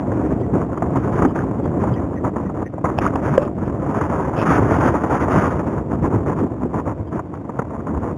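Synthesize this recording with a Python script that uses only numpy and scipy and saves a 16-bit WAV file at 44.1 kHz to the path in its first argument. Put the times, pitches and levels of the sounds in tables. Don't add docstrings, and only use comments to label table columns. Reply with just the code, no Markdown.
import sys
import numpy as np
from scipy import signal
from scipy.fft import rfft, irfft, next_fast_len
from scipy.io import wavfile
from scipy.ndimage import uniform_filter1d

SR = 44100
rng = np.random.default_rng(int(sys.argv[2]) if len(sys.argv) > 2 else 0)


def store_wav(level_fs):
    pcm = np.round(np.clip(np.atleast_2d(level_fs), -1, 1) * 32767)
    wavfile.write(sys.argv[1], SR, pcm.T.astype(np.int16))


N = 360297
TIME = np.arange(N) / SR


def wind(moderate_flow_db=-28.5, rumble_follows=0.32, rasp_db=-7.5, rasp_growth=0.78):
    # (time [s], level [dB])
    pressure = [(0.0, -20.5), (0.56, -20.5), (0.75, -26.0), (0.87, -19.5), (1.31, -22.5), (1.56, -21.5),
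                (1.74, -19.5), (2.77, -29.5), (2.97, -21.5), (3.62, -24.5), (3.84, -21.5), (4.3, -24.5),
                (4.61, -16.5), (4.93, -19), (4.99, -24), (5.36, -20), (5.84, -23.5), (6.16, -22.5),
                (6.55, -25), (7.28, -31), (8.17, -27.5)]
    # (time [s], level [dB])
    steady_flow = [(0.0, -35.5), (0.47, -41.5), (0.89, -34.5), (1.29, -36.5), (2.05, -35.0), (2.09, -38.5),
                   (2.5, -43.5), (2.79, -50), (2.87, -35), (3.45, -31), (3.54, -48.5), (3.91, -29),
                   (4.31, -33), (4.53, -24.0), (5.05, -28.5), (5.5, -27), (5.84, -42), (6.31, -38.5),
                   (7.26, -47.5), (7.59, -40.5), (8.17, -46)]
    # (frequency [Hz], relative density [dB])
    rumble_spectrum = [(25, -34.5), (36, -24), (48, -19.5), (64, -1), (95, 0.5), (160, -0.3), (210, -1.5),
                       (310, -1.5), (380, -7), (520, -16.5), (900, -63)]
    roar_spectrum = [(150, -38.5), (280, 4), (400, 0.5), (520, 0.5), (700, -1.5), (900, -14), (1500, -61),
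                     (2500, -63)]
    flutter_spectrum = [(350, -31), (600, -8), (800, 1), (1020, 4.5), (1250, -3.5), (1550, -13.5),
                        (2000, -17.5), (2900, -41), (3900, -42)]
    rasp_spectrum = [(900, -19.5), (1220, 0), (1450, -3), (2000, -13.5), (2900, -24), (3900, -31)]

    steady_db = in_time(steady_flow)
    gust_power, rasp_weighted_power = gusts()
    power = from_db(steady_db) ** 2 + gust_power
    flow_db = 10 * np.log10(power)
    rumble_db = in_time(pressure) + rumble_follows * (flow_db - steady_db)
    roar_db = rumble_db + 0.36 * (flow_db - rumble_db)
    slap = buffets()
    fitful = np.clip(1 - 0.025 * (flow_db - moderate_flow_db), 0.4, 1.1)
    bursts = fitful * (2.55 * drift(20) + 2.88 * drift(380))

    def eddies(spectrum, level_db, burstiness, slap_db):
        lumps_db = burstiness * (0.86 * bursts + 1.92 * drift(39))
        running = evened(noise(spectrum) * from_db(lumps_db), span_s=0.079)
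        slapping = slap * evened(noise(spectrum), span_s=0.018)
        return from_db(level_db) * running + from_db(slap_db) * slapping

    flutter = eddies(flutter_spectrum, flow_db + 0.32, burstiness=1.22, slap_db=0.7)
    rasp = eddies(rasp_spectrum, flow_db - 0.3, burstiness=0.64, slap_db=-5.6)
    rumble = eddies(rumble_spectrum, rumble_db - 0.4, burstiness=0.6, slap_db=0.7)
    roar = eddies(roar_spectrum, roar_db - 2.0, burstiness=0.62, slap_db=-1)
    speed_db = 10 * np.log10(power + 0.27 * slap ** 2)
    gust_rasp_db = rasp_weighted_power / power
    rasp_ratio = from_db(rasp_db + rasp_growth * (speed_db - moderate_flow_db) + gust_rasp_db)
    return rumble + roar + (flutter + rasp_ratio * rasp) / np.hypot(1, rasp_ratio)


def gusts(attack_s=0.012, release_s=0.012):
    # (arrival [s], hold [s], level [dB], extra rasp [dB])
    arrivals = [(0.114, 0.24, -36, 6), (0.539, 0.08, -30, -3), (0.694, 0.034, -34.5, -12),
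                (0.961, 0.14, -33.5, 5), (1.129, 0.13, -27.5, 1.5), (1.353, 0.067, -30.5, 9.5),
                (1.805, 0.079, -27.5, -4), (2.243, 0.038, -27, -16), (2.359, 0.099, -34.5, -4),
                (2.546, 0.082, -33, -3), (2.74, 0.0027, -40.5, -1), (2.847, 0.048, -27.5, -9),
                (3.012, 0.067, -25, 4.5), (3.23, 0.13, -28.5, 2.5), (3.586, 0.12, -35.5, 6),
                (3.947, 0.098, -28, 0.5), (4.094, 0.19, -28.0, -4), (4.367, 0.077, -27, 4),
                (4.464, 0.11, -19, 1), (4.699, 0.065, -24, 1), (4.808, 0.082, -21.0, -0.5),
                (4.945, 0.02, -24, -12), (5.105, 0.074, -21.5, -6), (5.203, 0.035, -26, 4),
                (5.307, 0.16, -22, 1.5), (5.509, 0.017, -30.5, 24), (5.666, 0.13, -33, 1.5),
                (5.909, 0.046, -32.5, 0.5), (6.03, 0.044, -29, 0), (6.111, 0.082, -29.5, -2),
                (6.269, 0.069, -29, -4), (6.367, 0.076, -32.5, 4), (6.617, 0.028, -35, -2),
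                (6.735, 0.065, -28.5, -5), (6.86, 0.054, -30.5, -14), (6.98, 0.023, -40, -0.5),
                (7.127, 0.046, -29, -2.5), (7.342, 0.014, -34, 4), (7.71, 0.083, -35, -14),
                (7.87, 0.079, -33, -15), (7.962, 0.12, -33, -4), (8.096, 0.017, -31, -4)]
    power, rasp_weighted_power = np.zeros(N), np.zeros(N)
    for s, hold_s, level_db, rasp_db in arrivals:
        near = slice(max(int((s - attack_s) * SR), 0), int((s + hold_s + 10 * release_s) * SR))
        age = TIME[near] - s
        rise = np.clip(1 + age / attack_s, 0, 1)
        fall = np.exp(-np.maximum(age - hold_s, 0) / release_s)
        gust = (from_db(level_db) * rise * fall) ** 2
        power[near] += gust
        rasp_weighted_power[near] += rasp_db * gust
    return power, rasp_weighted_power


def buffets(rise_s=0.004, decay_s=0.0099):
    # (time [s], peak [dB])
    slaps = [(.119, -24.5), (.776, -25.5), (.823, -20), (0.959, -19), (1.222, -16.5), (1.251, -16),
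             (2.362, -22), (2.497, -27.5), (2.783, -30), (2.844, -18), (2.856, -17.5), (3.157, -20.5),
             (4.014, -21), (4.128, -23), (4.158, -23.5), (4.345, -25), (5.037, -18), (5.284, -20.5),
             (5.594, -23), (6.043, -24), (6.297, -23), (6.743, -24), (6.877, -20.5), (7.194, -23),
             (7.494, -27), (7.591, -18.5), (7.619, -27.5)]
    out = np.zeros(N)
    for s, peak_db in slaps:
        near = slice(int((s - rise_s) * SR), int((s + 10 * decay_s) * SR))
        age = TIME[near] - s
        rise = np.clip(1 + age / rise_s, 0, 1)
        out[near] += from_db(peak_db) * rise * np.exp(-(age / decay_s) ** 2)
    return out


def thuds(half_length_s=0.022, waver=0.25):
    # (time [s], peak [dB], pitch [Hz])
    large_eddies = [(.555, -14.5, 310), (.979, -19, 125), (1.261, -10.5, 290), (1.925, -14.5, 120),
                    (2.476, -20, 210), (3.319, -14, 145), (4.49, -14, 190), (4.61, -14, 94.8),
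                    (5.96, -20, 159.7), (5.38, -10.5, 180), (6.03, -19, 85), (6.159, -12.5, 95.3),
                    (6.432, -11.5, 290), (6.648, -17, 270), (7.008, -21, 105), (7.153, -20.5, 240),
                    (7.907, -17.5, 240), (7.969, -17.5, 100)]
    out = np.zeros(N)
    unsteady = np.exp(waver * drift(90))
    for s, peak_db, hz in large_eddies:
        near = np.abs(TIME - s) < 10 * half_length_s
        swell = np.exp(-((TIME[near] - s) / half_length_s) ** 2)
        phase = 2 * np.pi * np.cumsum(hz * unsteady[near]) / SR
        out[near] += from_db(peak_db) * swell * np.sin(phase)
    return out


def pops(half_length_s=0.0025):
    # (time [s], pitch [Hz], peak [dB])
    breaks = [(0.824, 830, -8.5), (1.391, 1600, -17), (2.783, 700, -19), (2.845, 960, -17),
              (3.066, 1270, -5.5), (3.159, 960, -10.5), (4.129, 1090, -17), (6.048, 985, -15),
              (7.595, 1300, -19.5)]
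    out = np.zeros(N)
    for s, hz, peak_db in breaks:
        near = np.abs(TIME - s) < half_length_s
        age = TIME[near] - s
        swell = np.cos(np.pi / 2 * age / half_length_s) ** 2
        out[near] += from_db(peak_db) * swell * np.sin(2 * np.pi * (hz * age + rng.random()))
    return out


def handling():
    # (time [s], strength [dB])
    knocks = [(3.3772, -14), (3.379, 0), (3.4265, -16)]
    clicks = [(2.9812, -19), (2.9862, -18), (2.9874, -2.5), (2.996, -20), (3.158, -15), (4.379, -18),
              (4.416, -9.5)]
    bumps = [(1.2595, -15), (2.9895, -20), (6.0245, -6.5)]
    # (frequency [Hz], gain [dB], time to fall 60 dB [s])
    case_modes = [(532, 2.5, 0.035), (590, -20.5, 0.33), (940, -29, .012), (1600, -18, 0.02),
                  (2600, -42, 0.0059)]
    grip_modes = [(770, 1, 0.0077), (1550, -12.5, 0.006), (2590, -10.5, 0.0086), (2930, -27, 0.016)]
    body_modes = [(50, -7, 0.091), (170, 4, 0.029)]
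    grip_hits = list(clicks) + rubbing()
    return struck(knocks, case_modes) + struck(grip_hits, grip_modes) + struck(bumps, body_modes)


def rubbing(slips_per_s=900, spread_db=4.5):
    # (middle [s], half length [s], strength [dB])
    rubs = [(1.944, 0.062, -45), (3.42, 0.056, -33), (3.668, 0.033, -43), (4.4, 0.044, -24)]
    slips = []
    for s, half_length_s, level_db in rubs:
        count = int(2 * half_length_s * slips_per_s)
        place = rng.uniform(-1, 1, count)
        slip_db = level_db - 12 * place ** 2 + spread_db * rng.standard_normal(count)
        slips += zip(s + half_length_s * place, slip_db)
    return slips


def chirps(arch=0.043, waver=0.035, rough_db=4.5):
    # (middle [s], half length [s], pitch [Hz], level [dB])
    notes = [(.41, 0.026, 3210, -57), (0.442, .025, 1950, -46), (.785, .03, 3150, -58),
             (1.296, 0.042, 3070, -52), (1.652, .04, 3270, -56), (1.941, .025, 3250, -50),
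             (1.975, .025, 1920, -39), (2.176, 0.029, 1920, -39.5), (2.468, 0.032, 1920, -48),
             (2.669, 0.025, 1880, -40.5), (7.08, 0.02, 3140, -58)]
    out = np.zeros(N)
    unsteady = waver * drift(400)
    for s, half_length_s, hz, level_db in notes:
        near = np.abs(TIME - s) < half_length_s
        place = (TIME[near] - s) / half_length_s
        pitch_hz = hz * (1 - arch * place ** 2 + unsteady[near])
        phase = 2 * np.pi * np.cumsum(pitch_hz) / SR
        out[near] += from_db(level_db) * np.cos(np.pi / 2 * place) ** 2 * np.sin(phase)
    return out * from_db(rough_db * drift(300))


def far_storm(level_db=-43.5):
    # (frequency [Hz], relative density [dB])
    spectrum = [(60, -6.5), (300, 3), (1000, -19.5), (2000, -23), (3000, -31.5), (3900, -30.5)]
    return from_db(level_db) * noise(spectrum)


def from_db(db):
    return 10 ** (np.asarray(db) / 20)


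def rms_one(x):
    return x / np.sqrt(np.mean(x ** 2) + 1e-20)


def in_time(curve):
    s, level_db = np.transpose(curve)
    return np.interp(TIME, s, level_db)


def drift(rate_hz):
    hz = np.arange(N // 2 + 1) * SR / N
    return rms_one(irfft(rfft(rng.standard_normal(N)) / (1 + (hz / rate_hz) ** 2), N))


def noise(spectrum):
    size = next_fast_len(N, real=True)
    hz, level_db = np.transpose(spectrum)
    bin_hz = np.maximum(np.arange(size // 2 + 1) * SR / size, 1)
    gain = from_db(np.interp(np.log(bin_hz), np.log(hz), level_db, left=-120, right=-120))
    return rms_one(irfft(rfft(rng.standard_normal(size)) * gain, size)[:N])


def evened(x, span_s):
    size = max(int(span_s * SR), 2)
    slow_power = uniform_filter1d(uniform_filter1d(x ** 2, size), size)
    return x / np.sqrt(np.abs(slow_power) + 1e-12)


def struck(hits, modes):
    impulses, out = np.full(N, 1e-18), np.zeros(N)
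    for s, level_db in hits:
        impulses[round(s * SR)] += from_db(level_db)
    for hz, gain_db, t60 in modes:
        decay, angle = from_db(-60 / (t60 * SR)), 2 * np.pi * hz / SR
        ring = signal.lfilter([0, np.sin(angle)], [1, -2 * decay * np.cos(angle), decay ** 2], impulses)
        out += from_db(gain_db) * ring
    return out


def scene():
    return (wind() + thuds() + pops() + handling() + chirps() + far_storm())[None]


def record(dry, low_cut_hz=42, voice_band_hz=3700, recorder_hz=8000, treble_stop_hz=16400):
    low_cut = signal.sosfilt(signal.butter(4, low_cut_hz, "high", fs=SR, output="sos"), dry[0])
    voice_band = signal.sosfilt(signal.butter(5, voice_band_hz, fs=SR, output="sos"), low_cut)
    ticks = np.arange(0, N / SR, 1 / recorder_hz)
    samples = np.clip(np.interp(ticks, TIME, voice_band), -1, 1)
    played = np.interp(TIME, ticks, samples)
    return signal.sosfilt(signal.cheby2(16, 70, treble_stop_hz, fs=SR, output="sos"), played)[None]


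dry = scene()
out = record(dry)
store_wav(out)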